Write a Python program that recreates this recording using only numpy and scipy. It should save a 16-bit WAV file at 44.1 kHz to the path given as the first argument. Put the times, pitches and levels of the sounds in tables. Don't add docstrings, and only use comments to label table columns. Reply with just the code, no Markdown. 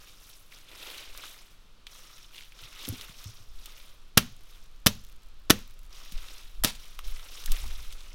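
import sys
import numpy as np
from scipy import signal
from scipy.fft import rfft, irfft, next_fast_len
from scipy.io import wavfile
from scipy.ndimage import uniform_filter1d

SR = 44100
rng = np.random.default_rng(int(sys.argv[2]) if len(sys.argv) > 2 else 0)


def generate_wav(signal):
    frames = np.transpose(np.atleast_2d(signal))
    scaled = np.clip(frames, -1, 1) * 32767
    pcm = np.round(scaled).astype(np.int16)
    wavfile.write(sys.argv[1], SR, pcm)


N = 359210
TIME = np.arange(N) / SR
EDGE_HZ = 16100

# time in seconds, level of the swing in dB, its pitch in Hz, level of the ring in dB.
BLOWS = [(4.1763, -15.5, 172, -18.5), (4.8666, -15, 191, -20), (5.5059, -8.5, 265, -26),
         (6.6485, -26, 245, -25.5)]


def amp(db):
    return 10 ** (np.asarray(db) / 20)


def unit(x):
    return x / np.sqrt(np.mean(x ** 2) + 1e-20)


def read(points, hz):
    f, value = np.transpose(points)
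    return np.interp(np.log(hz + 1), np.log(f + 1), value)


def add(mix, s, sound):
    part = mix[round(s * SR):][:len(sound)]
    part += sound[:len(part)]


def colour(x, points):
    gain = amp(read(points, np.fft.rfftfreq(len(x), 1 / SR)))
    return unit(irfft(rfft(x) * gain, len(x)))


def causal(points, size=2048):
    log_gain = np.log(amp(read(points, abs(np.fft.fftfreq(size, 1 / SR)))))
    response = np.fft.ifft(np.exp(np.conj(signal.hilbert(log_gain)))).real
    return response / np.linalg.norm(response)


def treble(x, corner_hz=7000):
    return signal.sosfiltfilt(signal.butter(2, corner_hz, "high", fs=SR, output="sos"), x)


def bass(x, corner_hz=1000):
    return signal.sosfiltfilt(signal.butter(2, corner_hz, fs=SR, output="sos"), x)


def resonate(x, hz, sharpness):
    return signal.lfilter(*signal.iirpeak(hz, sharpness, fs=SR), x)


def burst(t, rise, fade, count=4):
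    swell = np.minimum(t / rise, 1) * np.exp(-np.maximum(t - rise, 0) / fade)
    x = swell * rng.standard_normal(len(t))
    for _ in range(count):
        phase = np.angle(rfft(x))
        white = irfft(np.exp(1j * phase), len(t)) * np.linalg.norm(swell)
        x = np.clip(white, -2 * swell, 2 * swell)
    return x


def crackle(per_s, size_db, fade):
    sizes = amp(size_db * np.minimum(rng.exponential(1, N), 4))
    ticks = sizes * (rng.random(N) < per_s / SR)
    envelope = signal.lfilter([1], [1, -np.exp(-1 / (fade * SR))], ticks)
    return unit(envelope * rng.standard_normal(N))


def cracks(ring_db=-6, crack_db=-1, detune=0.06, chip_db=0, chip_sharpness=5):
    # time in seconds, relative level in dB,
    # rise in seconds, fade in seconds, treble in dB, body in dB, pitch of the chip in Hz.
    breaks = [(4.1726, -18.5, 0.00015, 0.0044, -4, 7, 1390), (4.175, -8, 0.00039, 0.0021, 9, 1, 1350),
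              (4.178, -3.5, 0.00049, 0.0018, -2.5, -14, 2860), (4.1858, -19.5, .0003, 0.0015, 2, 7.5, 3490),
              (4.8613, -15, 0.001, 0.0064, 1, 4, 5170), (4.8680, -4.5, .0003, 0.0018, 3, -6, 3210),
              (4.8734, -13, 0.00023, 0.0015, 4, -2, 3630), (5.4978, -19.5, 0.00063, 0.003, 0, 9, 1102),
              (5.5010, -7.5, 0.002, 0.0037, -1.5, 1.5, 3560), (5.5074, -5, 0.00046, 0.002, 2, -1.5, 1454),
              (6.6366, -23.5, .0003, 0.0057, 8.5, 4.5, 1300), (6.6378, -18, 0.00023, 0.0006, 10.5, 6, 3700),
              (6.6465, -13, 0.000096, 0.0035, 4.5, -7, 3900), (6.652, -27, 0.0014, 0.0055, 3, 8, 3900)]
    # pitch in Hz, width in Hz, level in dB.
    ring_modes = [(1230, 150, -1.5), (1730, 220, 4.5), (2600, 260, -0.5), (2900, 140, -6.5), (3670, 94, -1),
                  (4520, 400, 0.5), (5330, 390, 4), (9900, 320, -3)]
    # frequency in Hz, level in dB.
    split_colour = [(100, -20), (350, 1.5), (600, 2.5), (830, -4.5), (1300, 0), (2150, -5), (3200, 1),
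                    (4600, -4), (5800, -0.5), (7400, -9.5), (10000, -6), (14000, -5), (16500, -20.5)]
    min_width = 130
    t, out = np.arange(SR // 20) / SR, np.zeros(N)
    direct = causal(split_colour)
    for s, db, rise, fade, treble_db, body_db, chip_hz in breaks:
        shift = 1 + detune * rng.uniform(-1, 1)
        ring = np.zeros(len(t))
        for hz, width, level_db in ring_modes:
            decay = np.exp(-np.pi * max(width, min_width) * t)
            ring += amp(level_db) * decay * np.cos(2 * np.pi * hz * shift * t)
        wood = amp(ring_db) * ring / np.linalg.norm(ring)
        add(wood, 0, direct)
        wood = wood / np.linalg.norm(wood)
        fibres = burst(t, rise, fade)
        force = fibres + (amp(treble_db) - 1) * treble(fibres) + (amp(body_db) - 1) * bass(fibres)
        force = force + amp(chip_db) * resonate(fibres, chip_hz, chip_sharpness)
        add(out, s, amp(db + crack_db) * signal.fftconvolve(force, wood))
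    return out


def tearing():
    # time in seconds, level in dB.
    course = [(6.645, -56), (6.655, -37), (6.68, -32.5), (6.705, -42.5), (6.725, -53), (6.76, -49),
              (6.8, -84)]
    # frequency in Hz, level in dB.
    splinter_colour = [(150, -5), (300, -12), (800, -4), (2000, -4), (3600, 1.5), (5500, -3.5),
                       (7500, -6.5), (11000, -10.5), (16000, -16)]
    level_db = np.interp(TIME, *np.transpose(course), left=-np.inf, right=-np.inf)
    return amp(level_db) * colour(crackle(per_s=4500, size_db=1, fade=0.00067), splinter_colour)


def thuds(spread=0.79, lead=0.0036, push_db=-15, push_s=0.0025, ring_lead=0.0015):
    # pitch in Hz, level in dB, time to fall 60 dB in seconds.
    bending_modes = [(87, -15.5, .14), (128, -9, 0.097), (218, -1.5, 0.081), (307, -3, 0.037),
                     (500, -16.5, .05), (583, -16, 0.12)]
    t, out = np.arange(SR // 2) / SR, np.zeros(N)
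    ring = sum(amp(db - 60 * t / t60) * np.sin(2 * np.pi * hz * t) for hz, db, t60 in bending_modes)
    u = (t - lead) / push_s
    push = amp(push_db) * (1 - u ** 2) * np.exp(-u ** 2 / 2)
    for s, db, hz, ring_db in BLOWS:
        cycles = (t - lead) * hz
        swing = np.exp(-(cycles / spread) ** 2) * np.cos(2 * np.pi * cycles)
        add(out, s - lead, -amp(db) * (swing + push))
        add(out, s - ring_lead, -amp(ring_db) * ring)
    return out


def bumps(overtone_db=-10, overtone=1.27, rise=0.0029, scuff_db=-9):
    # time in seconds, level in dB, pitch in Hz, time to fall 60 dB in seconds.
    landings = [(2.624, -47.5, 115, 0.14), (2.878, -27, 268, 0.051), (2.883, -40, 516, 0.074),
                (2.894, -25, 105, 0.1), (2.924, -30, 245, 0.068), (3.095, -37.5, 150, 0.039),
                (3.257, -35.5, 101, 0.16), (3.4, -48, 108, 0.16), (6.122, -43, 177, 0.065)]
    t, out = np.arange(SR // 2) / SR, np.zeros(N)
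    for s, db, hz, t60 in landings:
        turn = 2 * np.pi * hz * t
        scuff_colour = [(hz / 4, -20), (hz / 2, 0), (hz * 0.93, -2), (hz * 3, -18), (hz * 8, -55)]
        scuff = colour(rng.standard_normal(len(t)), scuff_colour)
        knock = np.sin(turn) + amp(overtone_db) * np.sin(overtone * turn) + amp(scuff_db) * scuff
        add(out, s, amp(db - 60 * t / t60) * (1 - np.exp(-t / rise)) * knock)
    return out


def twigs(sharpness=3.8, tick_db=-8):
    # time in seconds, peak level in dB, pitch in Hz,
    # fade in seconds, relative treble in dB.
    snaps = [(0.522, -39.5, 2160, 0.0038, -17), (.9514, -37, 3000, 0.0015, -17),
             (1.1759, -27.5, 4100, 0.00098, 11), (1.2372, -35, 3340, 0.0062, -22),
             (1.236, -34, 1310, 0.0086, -26), (1.868, -29.5, 3360, 0.0025, -33),
             (1.8684, -35.5, 1970, 0.0012, -36), (2.521, -42.5, 2450, .0026, -24),
             (2.638, -33.5, 3060, 0.00073, -17), (2.851, -27.5, 3380, 0.0038, -27),
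             (2.881, -30, 3800, 0.0036, 2), (2.8878, -22.5, 12000, 0.0017, -4),
             (3.011, -29, 3540, 0.0021, -8), (3.242, -31.5, 3520, 0.0017, 0), (3.658, -31, 3250, .0035, 7),
             (5.8643, -48, 9320, .001, -2.5), (6.121, -34.5, 3600, 0.0075, 3),
             (6.178, -37, 3300, 0.0021, -24), (6.9902, -30.5, 1180, .0034, -13),
             (6.9907, -26, 3030, 0.00099, -7), (7.1951, -37, 3550, .0016, -18),
             (7.439, -30.5, 3620, 0.0012, -15), (7.4595, -21, 3740, .0028, 11),
             (7.477, -36.5, 1770, 0.0044, -22), (7.519, -19, 3460, .003, 14),
             (7.638, -38.5, 885, 0.0064, -26), (7.9246, -35.5, 3300, 0.0059, -1)]
    t, out = np.arange(SR // 20) / SR, np.zeros(N)
    for s, db, hz, fade, treble_db in snaps:
        snap = burst(t, rise=0.0002, fade=fade)
        tick = amp(treble_db + tick_db) * treble(snap, corner_hz=2490)
        sound = resonate(snap, hz, sharpness) + tick
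        add(out, s, amp(db) * sound / abs(sound).max())
    return out


def woods(x, near_db=-16, near_t60=0.064, near_delay=0.005, far_delay=0.015):
    # lower edge in Hz, level in dB, time to fall 60 dB in seconds.
    scatter = [(55, -13, 0.49), (126.7, -20, 0.29), (188, -15, 0.26), (253, -20, 0.2), (503, -20.5, 0.25),
               (1100, -21, 0.27), (2500, -22, 0.33), (4120, -23, 0.38), (6800, -26.5, 0.24)]
    t = np.arange(SR) / SR
    near = burst(t[:SR // 10], rise=0.00054, fade=near_t60 / np.log(1000))
    near = np.pad(near, (round(near_delay * SR), 0))
    near = near - 0.29 * treble(near)
    out = x + signal.oaconvolve(x, amp(near_db) * near / np.linalg.norm(near))[:N]
    tops = [row[0] for row in scatter[1:]] + [EDGE_HZ]
    for (low, db, t60), top in zip(scatter, tops):
        band = signal.butter(3, [low, top], "band", fs=SR, output="sos")
        decay = (amp(-60 * t / t60) * np.minimum(t / far_delay, 1)) ** 2
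        power = signal.oaconvolve(signal.sosfilt(band, x) ** 2, decay / decay.sum())[:N]
        hiss = unit(signal.sosfilt(band, rng.standard_normal(N)))
        out += amp(db) * np.sqrt(abs(power)) * hiss
    return out


def leaves(leaf_db=-0.64, crisp_db=7, tick_db=-12, flick_db=-9):
    # frequency in Hz, level in dB.
    leaf_colour = [(240, -40), (400, -13), (553, -6.5), (719, -11), (1270, 4), (1630, -7.5), (2050, -5.5),
                   (2970, 0), (3690, 3.5), (4510, -3), (5600, 3), (7630, -13.5), (13700, -18), (15300, -16),
                   (16000, -23.5)]
    # frequency in Hz, level in dB.
    drag_colour = [(150, -45.5), (250, -7), (528, -6), (831, -9.5), (1450, -5), (1730, -8), (2130, -3),
                   (3710, -2), (4490, -8.5), (7440, -16), (12300, -17.5), (16000, -22.5)]
    level, crispness_db, sliding = foliage()
    contacts = unit(flutter()) + amp(tick_db) * crackle(per_s=200, size_db=6.5, fade=0.0012)
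    rustle = (1 - sliding) * colour(contacts, leaf_colour) + sliding * colour(contacts, drag_colour)
    rustle = rustle + (amp(crispness_db + crisp_db) - 1) * treble(rustle)
    return level * (amp(leaf_db) * rustle + amp(flick_db) * flicks())


def foliage():
    # start in seconds, rise in seconds,
    # hold in seconds, level in dB, relative crispness in dB, share of sliding from 0 to 1.
    moves = [(0, 0.0033, 0.088, -55.5, 1.5, 0.5), (0.14, 0.15, 0.016, -58, 6.5, 0.6),
             (0.492, 0.032, 0.038, -55.5, 1, 0.74), (0.617, 0.27, .12, -44.5, -4, 0.94),
             (1.04, 0.19, 0.054, -48.5, 0.5, 0.77), (1.86, 0.063, 0.3, -54, 1, 0.38),
             (2.302, 0.055, .02, -57.5, 5, .7), (2.529, 0.069, 0.19, -50.5, -4, 0.57),
             (2.748, 0.056, 0.24, -46.5, -1.5, 0.67), (3.129, 0.056, 0.11, -52, 0.5, 0.3),
             (3.473, 0.21, 0.15, -54.5, -0.5, 0.6), (4.35, 0.17, .03, -60.5, 0, .55),
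             (5.884, 0.061, 0.17, -52, -3.5, 0.42), (6.053, 0.2, 0.13, -50.5, -1.5, .65),
             (6.715, 0.086, 0.15, -55.5, 0, 0.5), (7.022, 0.031, 0.3, -50, -1, 0.68),
             (7.254, 0.098, 0.39, -49.5, 0.5, 0.45), (7.506, 0.0094, 0.026, -46.5, 2.5, 0.75),
             (7.68, 0.03, 0.85, -52, -2, 0.65)]
    sag, settle = 11, 64
    shake_db, shake_fall = -57.5, 43.5
    powers = []
    for start, rise, hold, db, _, _ in moves:
        age = TIME - start - rise
        fall_db = sag * np.clip(age, 0, hold) + settle * np.maximum(age - hold, 0)
        swell = np.clip(1 + age / rise, 0, 1)
        powers.append((swell * amp(db - fall_db)) ** 2 + 1e-14)
    moving = np.sum(powers, axis=0)
    crispness_db, sliding = np.array(moves)[:, -2:].T @ np.array(powers) / moving
    trembling = sum((TIME > s) * amp(shake_db - shake_fall * abs(TIME - s)) ** 2 for s, *_ in BLOWS)
    return np.sqrt(moving + trembling), crispness_db, np.clip(sliding, 0, 1)


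def flutter(flutter_db=2.8, tick_db=-3, rate_hz=45):
    centres = [700, 1400, 2400, 3600, 5200, 8000, 12000]
    size = next_fast_len(N)
    hz, spectrum = np.fft.rfftfreq(size, 1 / SR), 0
    slow = signal.butter(2, rate_hz, fs=SR, output="sos")
    for own in np.eye(len(centres)):
        waver = unit(signal.sosfilt(slow, rng.standard_normal(N)))
        ticks = crackle(per_s=700, size_db=4.0, fade=0.0021)
        contacts = rng.standard_normal(N) + amp(tick_db) * ticks
        band = np.sqrt(read(list(zip(centres, own)), hz))
        spectrum = spectrum + rfft(contacts * amp(flutter_db * waver), size) * band
    return irfft(spectrum, size)[:N]


def flicks(sharpness=3.5):
    pitches = [1280, 2270, 3000, 3676, 5180]
    return unit(sum(resonate(crackle(per_s=14, size_db=2.5, fade=0.0042), hz, sharpness) for hz in pitches))


def swishes(sharpness=1.35):
    # time of the peak in seconds, level in dB, length in seconds, pitch in Hz.
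    brushes = [(0.88, -52, 0.29, 2770), (2.398, -48, 0.12, 2980), (7.565, -44, 0.039, 2700)]
    grains, out = crackle(per_s=1000, size_db=-7.5, fade=0.00044), np.zeros(N)
    for s, db, length, hz in brushes:
        sweep = np.exp(-(2 * (TIME - s) / length) ** 2)
        pitched = resonate(resonate(grains, hz, sharpness), hz, sharpness)
        out += amp(db) * sweep * unit(pitched)
    return out


def debris(level_db=-60.5, fall=26):
    level = sum((TIME > s) * amp(level_db - fall * abs(TIME - s)) for s, *_ in BLOWS)
    ticks = crackle(per_s=45, size_db=2.5, fade=0.0006)
    return level * colour(ticks, [(400, -20), (1500, -3), (3600, 0), (14000, -1)])


def air():
    # time in seconds, level in dB.
    stir = [(0, -53), (2.1, -51), (3.6, -47), (5.1, -43), (8.1, -42)]
    # time of the peak in seconds, level in dB,
    # length in seconds, fast eddies in dB relative to the puff.
    gusts = [(1.135, -41, 0.12, -19.5), (3.554, -37, 0.16, -40), (6.173, -27.5, 0.097, -43.5),
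             (6.608, -25.5, 0.067, -24), (7.094, -26.5, 0.16, -40), (7.511, -17.5, 0.072, -19.5),
             (7.65, -34.5, 0.079, -6), (7.762, -31.5, 0.46, -21)]
    # frequency in Hz, level in dB.
    slow_colour = [(8, 3.5), (20, 4.5), (34, -8), (46, -12.5), (70, -24.5), (112, -44), (200, -62),
                   (440, -100)]
    # frequency in Hz, level in dB.
    fast_colour = [(20, -6), (60, 7.5), (110, -23), (220, -17.5), (500, -41)]
    eddies = colour(rng.standard_normal(N), slow_colour)
    smoothed_power = uniform_filter1d(uniform_filter1d(eddies ** 2, size=4000), size=4000)
    even_eddies = eddies / np.sqrt(smoothed_power)
    puffs = np.array([amp(db) * np.exp(-(2 * (TIME - s) / length) ** 2) for s, db, length, _ in gusts])
    stir_level = amp(np.interp(TIME, *np.transpose(stir)))
    slow = np.hypot(stir_level, puffs.sum(0)) * even_eddies
    fast_level = amp(np.array(gusts)[:, -1]) @ puffs
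    return slow + fast_level * colour(rng.standard_normal(N), fast_colour)


def hush(level_db=-63):
    # frequency in Hz, level in dB.
    forest_colour = [(47, -22), (80, -2), (248, -12.5), (289, -12), (515, -14.5), (785, -18), (1250, -13.5),
                     (1990, -21), (2490, -17), (3620, -15.5), (8410, -30), (13700, -34), (16000, -36)]
    return amp(level_db) * colour(rng.standard_normal(N), forest_colour)


def scene():
    wood = cracks() + tearing() + thuds() + bumps() + twigs()
    return (woods(wood) + leaves() + swishes() + debris() + air() + hush())[None]


def record(dry):
    clipped = np.clip(dry, -1, 1)
    band_limit = signal.firwin(301, EDGE_HZ, window=("kaiser", 8), fs=SR)
    return signal.oaconvolve(clipped, band_limit[None], "same")


dry = scene()
out = record(dry)
generate_wav(out)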